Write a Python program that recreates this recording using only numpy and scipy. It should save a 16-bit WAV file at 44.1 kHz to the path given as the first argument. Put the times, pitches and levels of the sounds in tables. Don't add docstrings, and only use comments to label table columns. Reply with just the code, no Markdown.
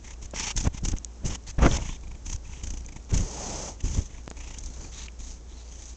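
import sys
import numpy as np
from scipy import signal
from scipy.fft import rfft, irfft, next_fast_len
from scipy.io import wavfile
from scipy.ndimage import map_coordinates

SR = 44100
rng = np.random.default_rng(int(sys.argv[2]) if len(sys.argv) > 2 else 0)


def materialize(psi):
    bounded = np.clip(np.atleast_2d(psi).T, -1, 1)
    quanta = np.round(bounded * 32767).astype(np.int16)
    wavfile.write(sys.argv[1], SR, quanta)


N = 262836


def amp(db):
    return 10 ** (np.asarray(db) / 20)


def unit(x):
    return x / np.sqrt(np.mean(x ** 2) + 1e-20)


def clock():
    return np.arange(N) / SR


def filtered(x, response):
    size = next_fast_len(len(x) + 8192)
    return irfft(rfft(x, size) * response(np.fft.rfftfreq(size, 1 / SR)), size)[:len(x)]


def resonance(f, hz, width):
    return 1j * f * width / (hz * hz - f * f + 1j * f * width)


def coloured(x, eq):
    hz, db = np.transpose(eq)
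    return unit(filtered(x, lambda f: amp(np.interp(np.log(f + 1), np.log(hz), db))))


def noise(eq):
    return coloured(rng.standard_normal(N), eq)


def wobble(rate):
    knots = rng.standard_normal(int(N * rate / SR) + 4)
    coarse = np.arange(0, N + 16, 16)
    return np.interp(np.arange(N), coarse, map_coordinates(knots, [coarse * rate / SR], mode="mirror"))


def gate(t, length, edge):
    return (1 + np.tanh(t / edge)) * (1 + np.tanh((length - t) / edge)) / 4


def noise_band(hz, width):
    phase = 2 * np.pi * np.cumsum(hz) / SR
    slow_noise = lambda: filtered(rng.standard_normal(len(hz)), lambda f: 1 / (1 + 1j * f / width) ** 2)
    return unit(slow_noise() * np.cos(phase) + slow_noise() * np.sin(phase))


def noise_bands(modes, bend):
    return unit(sum(amp(db) * noise_band(hz * bend, width) for hz, width, db in modes))


# freq_hz, gain_db
FLOOR_EQ = [(15, 0.5), (38, 9), (90, -12), (250, -8), (500, -13), (1000, -20), (1600, -25.5), (3000, -27.5),
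            (4600, -28.5), (6300, -20.5), (7500, -25), (9000, -45)]

def room_tone(hum_hz=57.708, hum_db=-43.5, floor_db=-50):
    hum = np.sin(2 * np.pi * hum_hz * clock() + 0.11 * wobble(3)) * amp(.6 * wobble(4))
    return amp(hum_db) * unit(hum) + amp(floor_db) * noise(FLOOR_EQ)


# freq_hz, gain_db
BUFFET_EQ = [(12, -15), (28, -2.5), (60, 2.5), (120, -9), (190, -14.5), (380, -25.5), (1000, -58)]

def handling_rumble(level_db=-51.0, lumps_db=-1.0):
    return amp(level_db) * unit(noise(BUFFET_EQ) * amp(lumps_db * wobble(9.7)))


# start_s, peak_db
CASE_CLICKS = [(4.2784, -20.5), (4.3136, -22)]

def case_clicks(decay_s=0.000701):
    t = clock()
    return sum(amp(peak_db) * (t > start_s) * np.exp(-np.abs(t - start_s) / decay_s)
               for start_s, peak_db in CASE_CLICKS)


# freq_hz, gain_db
HISS_EQ = [(3500, -19), (4800, -9.5), (5400, -5.5), (6100, 3.5), (7000, -0.5), (8000, -12.5), (9000, -24.5)]

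def fur_flicks(level_db=-68, flicks_per_s=35, spread_db=2, decay_s=0.00094):
    hits = rng.random(N) < flicks_per_s / SR
    flicks = hits * amp(spread_db * np.minimum(rng.standard_exponential(N), 3))
    bursts = signal.lfilter([1], [1, -np.exp(-1 / (decay_s * SR))], flicks)
    return amp(level_db) * unit(bursts * noise(HISS_EQ))


# start_s, level_db, pitch_hz, t60_s
TICKS_AND_PUFFS = [(0.31, -32.5, 6780, 0.011), (0.5657, -14, 6079, 0.0042), (0.85, -22, 6470, .014),
                   (0.985, -22, 6362, .005), (1.047, -16.5, 6763, 0.0051), (1.714, -17.5, 3346, 0.0061),
                   (2.863, -27.5, 6300, .008), (4.302, -25.5, 6675, 0.0071), (4.585, -25, 6285, 0.028),
                   (4.606, -35.5, 6179, 0.015), (4.637, -28, 6616, 0.028), (4.660, -27.5, 6198, .03),
                   (5.037, -28.5, 6404, .007), (5.083, -31.5, 2445, 0.017), (5.856, -30, 5838, 0.0092)]

def ticks_and_puffs(trim_db=-2, q=11.0):
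    out, t = np.zeros(N + SR), np.arange(SR // 20) / SR
    for start_s, level_db, pitch_hz, t60_s in TICKS_AND_PUFFS:
        burst = rng.standard_normal(len(t)) * amp(-60 * t / t60_s)
        ring = filtered(burst, lambda f: resonance(f, pitch_hz, pitch_hz / q))
        out[round(start_s * SR):][:len(t)] += amp(level_db + trim_db) * ring / np.abs(ring).max()
    return out[:N]


# freq_hz, gain_db
SCUFF_EQ = [(100, 4), (220, 1.5), (300, 5), (400, -1.5), (530, 0), (850, -7.5), (1300, -10.5),
            (3000, -20.5), (4600, -33.5), (6300, -24), (8000, -45)]
# bump_s, approach_s, release_s, buffet_db, scuff_db
NUZZLES = [(0.339, 0.003976, 0.00734, -59, -30.5), (0.561, 0.00856, 0.1068, -31, -62.5),
           (0.674, 0.02879, 0.007842, -22, -26.5), (0.835, 0.01213, 0.09932, -26, -50),
           (0.938, 0.01121, 0.004696, -24.5, -36), (1.255, 0.017115, 0.01611, -19.5, -51),
           (1.297, 0.06674, 0.0662, -32.5, -40.5), (1.586, 0.002473, 0.0298, -23, -28),
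           (1.626, 0.009653, 0.02979, -19.5, -20), (1.668, 0.02218, 0.008766, -20.5, -14),
           (1.721, 0.06, 0.09289, -23, -34.5), (2.35, 0.011, 0.012, -34.5, -59),
           (2.636, 0.003186, 0.1629, -40.5, -53), (3.14, 0.027025, 0.04056, -19, -37.5),
           (3.193, 0.03171, 0.0783, -24, -42), (3.843, 0.008016, 0.04706, -27, -48.5),
           (3.99, 0.09025, 0.02877, -23.5, -44.5), (4.314, 0.00915, 0.00709, -48, -46),
           (4.846, 0.16197, 0.07118, -42.5, -48.5)]

def nuzzles(buffet_trim_db=-1, bump_boost_db=12, grain_db=2.5, fade_db=12, roundness=1.5703,
            push_s=0.0023623, rebound=0.14, rebound_lag=5.3):
    out, buffet = np.zeros(N), noise(BUFFET_EQ)
    scuff = coloured(rng.standard_normal(N) * amp(grain_db * wobble(400)), SCUFF_EQ)
    for bump_s, approach_s, release_s, buffet_db, scuff_db in NUZZLES:
        t = clock() - bump_s
        away = np.maximum(-t / approach_s, t / release_s)
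        press = amp(-fade_db * np.abs(away) ** roundness)
        for layer, db in (buffet, buffet_db + buffet_trim_db), (scuff, scuff_db):
            out += amp(db) * press * layer / layer[away < 1].std()
        push = np.exp(-np.hypot(t / push_s, .2))
        swing_back = rebound * np.exp(-(t / push_s / rebound_lag - 1) ** 2)
        out -= amp(buffet_db + bump_boost_db) * (push - swing_back)
    return out


# freq_hz, gain_db
BLOW_EQ = [(60, -2), (150, 1.5), (300, -3), (550, -2), (850, -3.5), (1200, -13), (1700, -21.5), (4000, -29)]
# freq_hz, gain_db
NASAL_EQ = [(150, -4.5), (400, -0.5), (680, -7.5), (880, 9), (1080, 1), (1450, -2.5), (2100, 4),
            (3300, 2.5), (3800, -0.5), (4500, -9.5), (8000, -35.5)]
# time_s, level_db
LONG_BREATH_FADER = [(3.22, -45), (3.426, -39.5), (3.53, -38.5), (3.69, -40.5), (3.79, -69.5)]

def long_breath(blow_db=0.5, gust_db=-1.0, hiss_db=-.5, whistle_db=-9, nasal_db=-11, throb_db=-3,
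                purr_hz=32.0, flutter=0.14, whistle_hz=5600):
    t = clock()
    times, levels_db = np.transpose(LONG_BREATH_FADER)
    fader = amp(np.interp(t, times, levels_db)) * gate(t - times[0], times[-1] - times[0], edge=0.0036)
    beat = np.cos(2 * np.pi * purr_hz * t)
    blow = amp(blow_db) * unit(noise(BLOW_EQ) * amp(gust_db * wobble(90)))
    whistle = amp(whistle_db) * noise_band(np.full(N, whistle_hz), width=1300)
    air = amp(hiss_db) * noise(HISS_EQ) + whistle + amp(nasal_db) * noise(NASAL_EQ)
    return fader * (blow + air * (1 + flutter * beat) + amp(throb_db) * beat)


# time_s, level_db
CHEST_FADER = [(0, -50), (0.6, -37.5), (1.4, -39.5), (1.8, -30.5), (2.05, -40.5), (2.7, -42), (3.15, -40),
               (3.9, -44.5), (4.5, -41), (4.75, -56), (5.1, -46.5), (5.7, -62.5)]
# pitch_hz, width_hz, gain_db
THROAT_MODES = [(89.6, 110, -3), (182.62, 110, -1.5), (298.9, 70, -2)]
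# pitch_hz, width_hz, gain_db
MOUTH_MODES = [(910.65, 157.67, 0), (2349.3, 200, -1)]
# pitch_hz, width_hz, gain_db
WHISTLE_MODES = [(3070.8, 64, -10.5), (4486.7, 93, -7), (5266.8, 30, -0.5), (5656.4, 96, 1.5)]

def purr(breaths, *, slowing_hz_per_s, swell_db_per_s, glide_per_s, snap_cycles, open_phase,
         nasal_db, nasal_growth, ring_db, whistle_db, chest_db, throat_db, buffet_db, mouth_db,
         easy_nostril_hz=3108, nostril_q=9.53, ring_db_per_octave=6.5, ring_loss=0.18,
         easy_breath_db=-50.5, hard_sniff_db=-35, hiss_db=-0.5, scatter_db=2, arch_db_per_s=18):
    out = np.zeros(N)
    eddies = unit(amp(1.8 * wobble(350)))
    hiss, nasal, buffet = noise(HISS_EQ), noise(NASAL_EQ), noise(BUFFET_EQ)
    drift, rasp, quiver = 0.030164 * wobble(25), wobble(500), 0.0507 * wobble(40)
    waver, rattle = .007 * wobble(30), unit(amp(4 * wobble(600)))
    uneven_air = amp(scatter_db * wobble(28))
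    chest_fader = amp(np.interp(clock(), *np.transpose(CHEST_FADER)) + scatter_db * wobble(40))
    throat_response = lambda f: sum(amp(db) * resonance(f, hz, width) for hz, width, db in THROAT_MODES)
    for start_s, length_s, strength_db, flutter_db, nostril_hz, purr_hz in breaths:
        near = np.abs(clock() - start_s - length_s / 2) < length_s / 2 + .08
        t = clock()[near] - start_s
        effort_db = strength_db - easy_breath_db
        along = np.clip(t / length_s, 0, 1) - .5
        arch = amp(length_s * (swell_db_per_s * along + arch_db_per_s * (0.6893 - (2 * along) ** 2)))
        flow = gate(t, length_s, edge=0.0025 + 0.017 * length_s) * arch
        beats = (purr_hz - slowing_hz_per_s * t / 2) * t + drift[near]
        age = (beats - open_phase) % 1 / snap_cycles
        opening = (age * np.exp(1 - age)) ** 3
        puffs = unit(1 + amp(2 * flutter_db) * opening) * eddies[near] * uneven_air[near]
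        ring_hz = nostril_hz * (1 + glide_per_s * length_s * along + quiver[near])
        ring = unit(noise_band(ring_hz, nostril_hz / nostril_q) * (2.4 + opening))
        narrowing_db = ring_db_per_octave * np.log2(nostril_hz / easy_nostril_hz)
        nose = unit(nasal[near] + amp(ring_db + narrowing_db - ring_loss * effort_db) * ring)
        whistle = noise_bands(WHISTLE_MODES, 1 + waver[near])
        jet = unit(hiss[near] + amp(whistle_db + strength_db - hard_sniff_db) * whistle)
        air = puffs * (amp(strength_db + hiss_db) * jet + amp(nasal_db + nasal_growth * effort_db) * nose)
        snaps = opening ** 4 * (1 + .9 * rasp[near])
        throat = unit(filtered(snaps, throat_response))
        throb = unit(-np.cos(2 * np.pi * beats))
        body = amp(chest_db) * throb + amp(throat_db) * throat + amp(buffet_db) * buffet[near]
        chatter = unit(opening ** 2) * rattle[near] * uneven_air[near]
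        mouth = amp(mouth_db) * noise_bands(MOUTH_MODES, 1 + quiver[near]) * chatter
        out[near] += flow * (air + chest_fader[near] * (body + mouth))
    return out


# start_s, length_s, strength_db, flutter_db, nostril_hz, purr_hz
INHALES = [(0.03, .11, -53.5, 2.5, 2294, 31.23), (0.344, .177, -34.5, 1, 2327, 26.9),
           (0.729, 0.063, -46.5, 3.5, 2364, 29.86), (0.955, 0.039783, -49, 11.5, 3190, 30.9),
           (1.295, .066, -38.5, -9, 3000, 27.5), (1.468, 0.046296, -44, -5, 4470, 25.25),
           (1.70, 0.075, -35.5, -9.5, 3170, 28.72), (1.77, 0.20128, -49.5, -5.5, 2980, 28),
           (2.017, 0.1639, -63, 16.5, 2290, 26.12), (2.44, 0.18, -55, -10.5, 2650, 26.14),
           (2.833, 0.16461, -58, 14, 2424, 26.73), (3.093, 0.024658, -46, 1.5, 2376, 27.01),
           (3.79, 0.026, -51.5, 4.5, 2970, 26.4), (4.089, .13, -61, -2.5, 2070, 25.89),
           (4.358, .26, -52.5, 1.5, 2834, 29.65), (4.92, .15, -47.5, -5.5, 3910, 24.98),
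           (5.48, 0.25, -59.5, -7.5, 4150, 26.95)]

def purr_in():
    return purr(INHALES, slowing_hz_per_s=1.2, swell_db_per_s=10.5, glide_per_s=1.3,
                snap_cycles=0.21054, open_phase=0.28001,
                nasal_db=-53.5, nasal_growth=0.94127, ring_db=-3.0, whistle_db=-4.5,
                chest_db=-2.5, throat_db=-10.0, buffet_db=-9.5, mouth_db=-22)


# start_s, length_s, strength_db, flutter_db, nostril_hz
EXHALES = [(0.215, 0.04762, -47, 2, 3100), (0.562, 0.11077, -34, 4.5, 3500), (0.839, 0.08463, -33, 6, 2980),
           (1.248, 0.04109, -37, -1.5, 2900), (1.611, 0.11677, -42.5, 2, 3215),
           (2.252, 0.0766, -44.5, 3.5, 3004), (2.316, 0.04759, -42.5, 3.5, 3152),
           (2.624, 0.18761, -48, 6, 3031), (3.129, .11, -37, 2, 3084), (3.834, 0.24542, -45, -3, 3141),
           (4.623, 0.4039, -55.5, -2, 4280), (5.191, 0.19314, -51.5, -7, 4105),
           (5.708, 0.2905, -54.5, -2, 3600)]

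def purr_out(start_purr_hz=31):
    breaths = [(*row, start_purr_hz) for row in EXHALES]
    return purr(breaths, slowing_hz_per_s=19, swell_db_per_s=-36.5, glide_per_s=0.65,
                snap_cycles=0.18001, open_phase=0.28669,
                nasal_db=-61.0, nasal_growth=1.0, ring_db=-3.5, whistle_db=-19.5,
                chest_db=5.0, throat_db=-6.5, buffet_db=-2, mouth_db=-21.5)


def scene():
    breath = purr_in() + purr_out() + long_breath()
    foley = nuzzles() + ticks_and_puffs() + case_clicks() + fur_flicks()
    background = handling_rumble() + room_tone()
    return (breath + foley + background)[None]


def record(dry, overload=0.85, low_cut_hz=8, high_cut_hz=8400, stop_hz=9300):
    def band(f):
        low_cut = 1j * f / (1j * f + low_cut_hz)
        high_cut = (f < stop_hz) / np.sqrt(1 + (f / high_cut_hz) ** 50)
        return low_cut * high_cut
    return np.array([filtered(overload * np.tanh(channel / overload), band) for channel in dry])


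dry = scene()
out = record(dry)
materialize(out)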